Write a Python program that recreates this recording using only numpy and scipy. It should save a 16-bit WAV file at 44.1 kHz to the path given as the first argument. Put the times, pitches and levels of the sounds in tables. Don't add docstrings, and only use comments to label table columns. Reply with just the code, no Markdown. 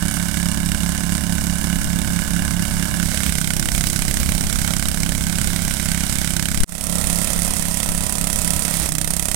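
import sys
import numpy as np
from scipy import signal
from scipy.fft import rfft, irfft
from scipy.io import wavfile
from scipy.ndimage import uniform_filter1d

SR = 44100
rng = np.random.default_rng(int(sys.argv[2]) if len(sys.argv) > 2 else 0)


def file_out(sig):
    cols = np.atleast_2d(sig).T
    lim = np.clip(cols, -1, 1)
    pcm = np.round(lim * 32767).astype(np.int16)
    wavfile.write(sys.argv[1], SR, pcm)


N = 412335
T = np.arange(N) / SR
MOVE_S = 6.643
THUMP_DB = (-21, -21, -22, -25.5)
# t/s, relative level/dB
GRASS_SWISH = [(2.9, -11), (3.17, -10), (3.45, -16), (5.25, -14.5), (5.5, -11), (5.75, -9.5), (6.1, -10.5),
               (6.4, -16.5), (7.1, -13), (7.5, -11), (8.25, -17.5), (8.62, -14), (8.76, -7.5),
               (8.86, -11.5), (8.92, -24.5), (9.35, -18)]


def exhaust_thump(pulses, load, near):
    # f/Hz, gain/dB
    silencer = [(15, -18.5), (34, -9.5), (68, -0.5), (102, -1), (137, 8), (172, 3.5), (206, -0.5),
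                (238, -0.5), (260, -4), (274, -1), (310, -12.5), (345, -20), (385, -22), (440, -45),
                (700, -33.5), (1500, -59)]
    gulp = delayed(pulses, .0077) * undb(1 - 5.3 * load)
    return unit(colour(pulses - gulp, silencer)) * loudness(THUMP_DB, load, near)


def exhaust_rasp(pulses, load, near):
    # f/Hz, level/dB
    far_spectrum = [(330, -3), (440, -20), (640, -7), (900, -9), (1200, -8), (1520, 4), (1700, 3.5),
                    (1900, -6.5), (2250, 1.5), (2600, -13), (2850, 2.5), (3250, -8), (3700, -2),
                    (4400, -14), (6000, -26)]
    near_spectrum = [(240, -32.5), (400, -13.5), (464, -14.5), (630, -9.5), (903, -17.5), (1330, -9),
                     (1680, -12.5), (1910, -5), (2340, -11.5), (2600, -7), (2860, -13), (3170, -8.5),
                     (5000, -14), (6500, -106), (11000, -120)]
    loaded_spectrum = [(330, -21), (480, -8), (680, -4), (950, -4), (1200, -5), (1520, 8.5), (1850, 1),
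                       (2200, 7), (2600, -2), (3000, 4.5), (3400, 0.5), (3950, 3), (4600, -10),
                       (6000, -18.5)]
    opening = throttle(load)
    burst = puff(pulses, delay_s=.0025, rise_s=.0016, decay_s=.0031)
    burst *= undb((1.1 + .8 * opening) * walk(35))
    tappet = puff(pulses, delay_s=.0138, rise_s=.0004, decay_s=.0008)
    tappet *= undb(-9 - 15 * opening - 6 * near + 3 * walk(39))
    swish = undb(curve(GRASS_SWISH) - 2.5 + 4 * near)
    flow = turbulence(burst, intake(pulses, load), tappet, swish)
    crack_spectrum = [(600, -12), (1300, 0), (1900, 0), (3000, -7), (6000, -18)]
    flow += colour(unit(delayed(pulses, .00232)), crack_spectrum) * undb(-10 - 11 * near)
    share = np.clip(2 * load, 0, 1)
    far = (1 - share) * unit(colour(flow, far_spectrum)) + share * unit(colour(flow, loaded_spectrum))
    return np.where(near, unit(colour(flow, near_spectrum)), far)


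def exhaust_hiss(pulses, load, near):
    # f/Hz, level/dB
    near_spectrum = [(3500, -23.5), (4600, -14), (5300, -9), (7000, -6.5), (8200, -2), (9400, 0.5),
                     (10500, -7.5), (12500, -9.5), (16000, -19.5)]
    far_spectrum = [(2600, -23), (3500, -19.5), (4600, -6), (5300, -4), (7000, -3.5), (8200, 1), (9300, 0),
                    (10500, -5), (12500, -8), (16000, -18.5)]
    jet = puff(pulses, delay_s=.0025, rise_s=.0015, decay_s=.003) * undb(1.2 * walk(35))
    valve = puff(pulses, delay_s=.0207, rise_s=.0008, decay_s=.002)
    valve *= undb(-6.5 - 7.5 * throttle(load) - 2.5 * near + 3 * walk(39))
    swish = undb(curve(GRASS_SWISH) - .22 * near + 2.33 * walk(300))
    flow = turbulence(jet, intake(pulses, load), valve, swish)
    return np.where(near, unit(colour(flow, near_spectrum)), unit(colour(flow, far_spectrum)))


def intake(pulses, load):
    return puff(pulses, delay_s=.009, rise_s=.002, decay_s=.005) * undb(-8.5 - 5.5 * throttle(load))


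def valve_knocks(cycle, load, near):
    # t/s after the firing, level/dB (far free, far full throttle, near free, near full throttle)
    valve_blows = [(.0009, -43, -38.5, -38.5, -36), (.00905, -40, -45.5, -38, -48),
                   (.0198, -52, -51, -41.5, -52), (.0229, -50, -53, -39.5, -52)]
    # f/Hz, gain/dB
    casing_ring = [(250, -37.5), (420, -28.5), (520, -4), (630, 1), (720, 0), (950, -6), (1200, -8),
                   (1700, -23.5), (4000, -76)]
    out = 0
    for delay_s, *levels in valve_blows:
        blows = delayed(firings(cycle, scatter_db=1.5, jitter_s=.00013), delay_s)
        out += unit(colour(blows, casing_ring)) * loudness(levels, load, near)
    return out


def casing_tones(cycle, orders, column=1):
    out = 0
    for order, db in np.array(orders)[:, [0, column]]:
        phase = 2 * np.pi * (order * cycle + rng.random()) + .35 * walk(15)
        out += np.sqrt(2) * undb(db + 2 * walk(8)) * np.sin(phase)
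    return out


def casing_radiation(cycle, load, near):
    # harmonic number, relative level/dB
    far_tones = [(26, -47.5), (30, -45), (44, -38.5), (48, -43), (49, -47.5)]
    # harmonic number, relative level/dB before the turn, after it
    near_tones = [(13, -45, -43), (14, -42, -42), (15, -47, -41), (16, -40, -43), (18, -44, -33.5),
                  (29, -60, -37), (30, -41, -50), (38, -48, -41), (39, -41, -42)]
    # harmonic number, level/dB against the thump far off, close by
    growl_tones = [(9, -27, -14.5), (10, -18, -27), (21, -28, -20)]
    turn_s, turn_length_s = 7.62, .3
    before, after = (casing_tones(cycle, near_tones, column) for column in (1, 2))
    turned = np.clip((T - turn_s) / turn_length_s + .5, 0, 1)
    song = np.where(near, (1 - turned) * before + turned * after, casing_tones(cycle, far_tones))
    far, close = (casing_tones(cycle, growl_tones, column) for column in (1, 2))
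    growl = np.where(near, close, far) * throttle(load) ** 3
    return song * loudness((0, -21, 2, -17.5), load, near) + growl * loudness(THUMP_DB, load, near)


def blade_hum(firing_hz, load):
    # t/s, half-width/s, f/Hz lost
    belt_slips = [(3.65, .3, 3.76), (8.87, .09, 9)]
    slip_hz = sum(lost_hz * bell(s, width) for s, width, lost_hz in belt_slips)
    blade_hz = firing_hz * (5.136 - .051 * load) - slip_hz
    phase = 2 * np.pi * np.cumsum(blade_hz) / SR
    tone = np.sin(phase) + undb(-23 + 14.5 * throttle(load) ** 2) * np.sin(2 * phase)
    return unit(tone) * undb(-26.8 - 8 * np.minimum(load, 1) + 4 * np.minimum(slip_hz / 3, 1))


def shredding(near):
    # f/Hz, level/dB
    cut_spectrum = [(250, -27), (400, -12), (600, 8.5), (800, 4), (1300, 3), (2100, -3), (3000, -0.5),
                    (5000, 0), (6500, -8), (10000, 0), (16000, -29)]
    cuts_per_s, spread_db = 1400, 4
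    cuts = (rng.random(N) < cuts_per_s / SR) * np.sign(noise()) * undb(spread_db * noise())
    return unit(colour(cuts, cut_spectrum)) * undb(curve(GRASS_SWISH) + np.where(near, -22.5, -32.5))


def deck_strike():
    # f/Hz, gain/dB
    deck = [(250, -27), (430, -10), (530, 4), (680, 6), (820, -7), (1050, -11), (1450, -1), (2200, -11),
            (5000, -30), (12000, -45)]
    return unit(colour(noise(), deck)) * decay(4.684, decay_s=.018) * undb(-22)


def stalk_snaps():
    # t/s, level/dB
    breaks = [(3.071, -14), (5.378, -12), (7.881, -13), (8.879, -12)]
    crack = unit(colour(noise(), [(500, -20), (2500, -4), (8000, 0), (16000, -10)]))
    return crack * sum(decay(s, decay_s=.0006) * undb(db) for s, db in breaks)


def thumps_and_crunches():
    # t/s, half-width/s, low thump level/dB, crunch level/dB
    bursts = [(3.14, 0.019, -28, -28), (3.279, 0.035, -18, -34), (3.767, 0.049, -22, -46),
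              (3.867, 0.014, -14, -35), (4.104, 0.012, -20, -44), (4.21, 0.017, -17, -27),
              (4.303, 0.077, -23, -54), (4.692, 0.036, -30, -32.5), (8.573, 0.025, -19, -43),
              (8.839, 0.04, -26, -28)]
    thump_spectrum = [(25, -19), (55, 9.5), (90, 2), (170, -7), (300, -13), (700, -54), (2000, -25)]
    crunch_spectrum = [(150, -20), (300, 2), (420, -4), (550, 3), (750, 3), (1100, -5), (2200, -3),
                       (3000, -8), (5000, -9), (12000, -29)]
    thump = unit(colour(noise(), thump_spectrum))
    crunch = unit(colour(noise() * undb(4 * walk(400)), crunch_spectrum))
    return sum(bell(s, width) * (undb(thump_db) * thump + undb(crunch_db) * crunch)
               for s, width, thump_db, crunch_db in bursts)


def muffled(sound, pulses, load, near):
    # f/Hz, relative gain/dB
    muffling = [(30, -4.5), (70, -10), (200, -18), (400, -21), (700, -24.5), (1290, -26), (2150, -31),
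                (2900, -42), (3400, -59), (5000, -36), (8000, -39.5), (15000, -42.5)]
    cavity_response = [(500, -5), (1500, -12.5), (2150, .5), (2900, -12.5), (3400, -9), (5000, -12.5),
                       (9000, -28), (14000, -45)]
    cavity = unit(colour(exhaust_rasp(pulses, load, near), cavity_response)) * undb(-49 + 4 * load)
    return colour(sound, muffling) * loudness((2.5, 3, -4.5, 4.5), load, near) + cavity


def wind(near):
    left_spectrum = [(4, 2.5), (12, -2), (25, -6), (50, -18), (120, -51), (400, -41.5), (2000, -82)]
    right_spectrum = [(5, -16), (15, -4), (32, -1.5), (50, -7.5), (75, -9), (120, -11.5), (250, -18.5),
                      (420, -29), (2000, -39.5)]
    left = unit(colour(noise(), left_spectrum))
    right = unit(colour(noise(), right_spectrum))
    buffet = undb(-10) * bell(6.6, width_s=.031)
    return np.array([left * (gusts(near, far_db=-30.5, near_db=-31) + buffet),
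                     right * gusts(near, far_db=-25, near_db=-28.5)])


def gusts(near, far_db, near_db):
    # t/s, relative level/dB
    breeze = [(0, -3), (3, 0), (3.6, 3.5), (5.3, 2.5), (6.2, 0.5), (7.2, 1), (8.4, 3), (9.35, -0.5)]
    return undb(np.where(near, near_db, far_db) + curve(breeze) + 1.2 * walk(4))


def dropout():
    gap_s, fade_s = .029, .34
    recovered = np.clip((T - MOVE_S - gap_s) / fade_s, 0, 1) ** .56
    return np.where(T < MOVE_S, 1, np.maximum(recovered, undb(-38)))


def throttle(load):
    sag_scale_hz = .84
    return 1 - np.exp(-load / sag_scale_hz)


def loudness(levels_db, load, near):
    far_free, far_full, near_free, near_full = levels_db
    free, full = np.where(near, near_free, far_free), np.where(near, near_full, far_full)
    return undb(free + (full - free) * throttle(load))


def firings(cycle, scatter_db, jitter_s):
    times = np.interp(np.arange(int(cycle[-1]) + 1), cycle, T)
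    chance = rng.standard_normal((len(times), 2))
    at = np.clip((times + jitter_s * chance[:, 0]) * SR, 0, N - 1).astype(int)
    return np.bincount(at, undb(scatter_db * chance[:, 1]), N)


def puff(pulses, delay_s, rise_s, decay_s, size=2048):
    age = np.arange(size) / SR - delay_s
    shape = np.exp(-np.maximum(age, 0) / decay_s - (np.minimum(age, 0) / rise_s) ** 2)
    return signal.fftconvolve(pulses, shape / shape.max())[:N]


def turbulence(*envelopes):
    power = sum(envelope ** 2 for envelope in envelopes)
    return np.sqrt(power / uniform_filter1d(power, SR // 4)) * noise()


def colour(x, points, size=8192):
    hz, db = np.transpose(points)
    grid = np.maximum(np.arange(size // 2 + 1) * SR / size, 1)
    gain = undb(np.interp(np.log(grid), np.log(hz), db))
    cepstrum = irfft(np.log(gain))
    cepstrum[1:size // 2] *= 2
    cepstrum[size // 2 + 1:] = 0
    return signal.fftconvolve(x, irfft(np.exp(rfft(cepstrum))))[:N]


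def bell(centre_s, width_s):
    return np.exp(-((T - centre_s) / width_s) ** 2)


def decay(start_s, decay_s):
    return (T >= start_s) * np.exp(-np.abs(T - start_s) / decay_s)


def delayed(x, delay_s):
    return np.interp(T - delay_s, T, x)


def walk(per_s):
    return unit(np.interp(T * per_s, np.arange(N), noise()))


def noise():
    return rng.standard_normal(N)


def curve(table):
    return np.interp(T, *np.transpose(table))


def unit(x):
    return x / np.sqrt(np.mean(x ** 2))


def undb(db):
    return 10 ** (np.asarray(db) / 20)


def scene():
    # t/s, f/Hz
    firing_rate = [(0.0, 34.62), (2.96, 34.64), (3.38, 33.07), (3.71, 32.77), (4.41, 33.78), (4.71, 33.47),
                   (5.0, 33.95), (5.33, 34.12), (6.38, 33.21), (6.88, 34.56), (7.45, 34.28), (7.64, 33.96),
                   (8.68, 34.24), (8.97, 31.96), (9.16, 33.52), (9.35, 33.71)]
    free_hz, offset_s = 34.65, .0228
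    firing_hz = curve(firing_rate)
    load = np.maximum(free_hz - firing_hz, 0)
    near = T > MOVE_S
    cycle = np.cumsum(firing_hz) / SR - offset_s * free_hz
    pulses = firings(cycle, scatter_db=.7, jitter_s=.00008)
    pulses *= undb(1.3 * (1 - throttle(load)) * walk(35))
    rasp = exhaust_rasp(pulses, load, near) * loudness((-29, -26, -28.5, -30), load, near)
    hiss = exhaust_hiss(pulses, load, near) * loudness((-25, -20.5, -19, -19.5), load, near)
    gas = (rasp + hiss) * undb(.5 * walk(5))
    exhaust = exhaust_thump(pulses, load, near) + gas
    engine = exhaust + valve_knocks(cycle, load, near) + casing_radiation(cycle, load, near)
    mower = engine + blade_hum(firing_hz, load) + shredding(near)
    sound = mower + thumps_and_crunches() + deck_strike() + stalk_snaps()
    return (np.array([muffled(sound, pulses, load, near), sound]) + wind(near)) * dropout()


def record(dry):
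    lowpass = signal.ellip(12, .1, 90, 16100, fs=SR, output="sos")
    return signal.sosfilt(lowpass, np.tanh(.7 * dry) / .7)


dry = scene()
out = record(dry)
file_out(out)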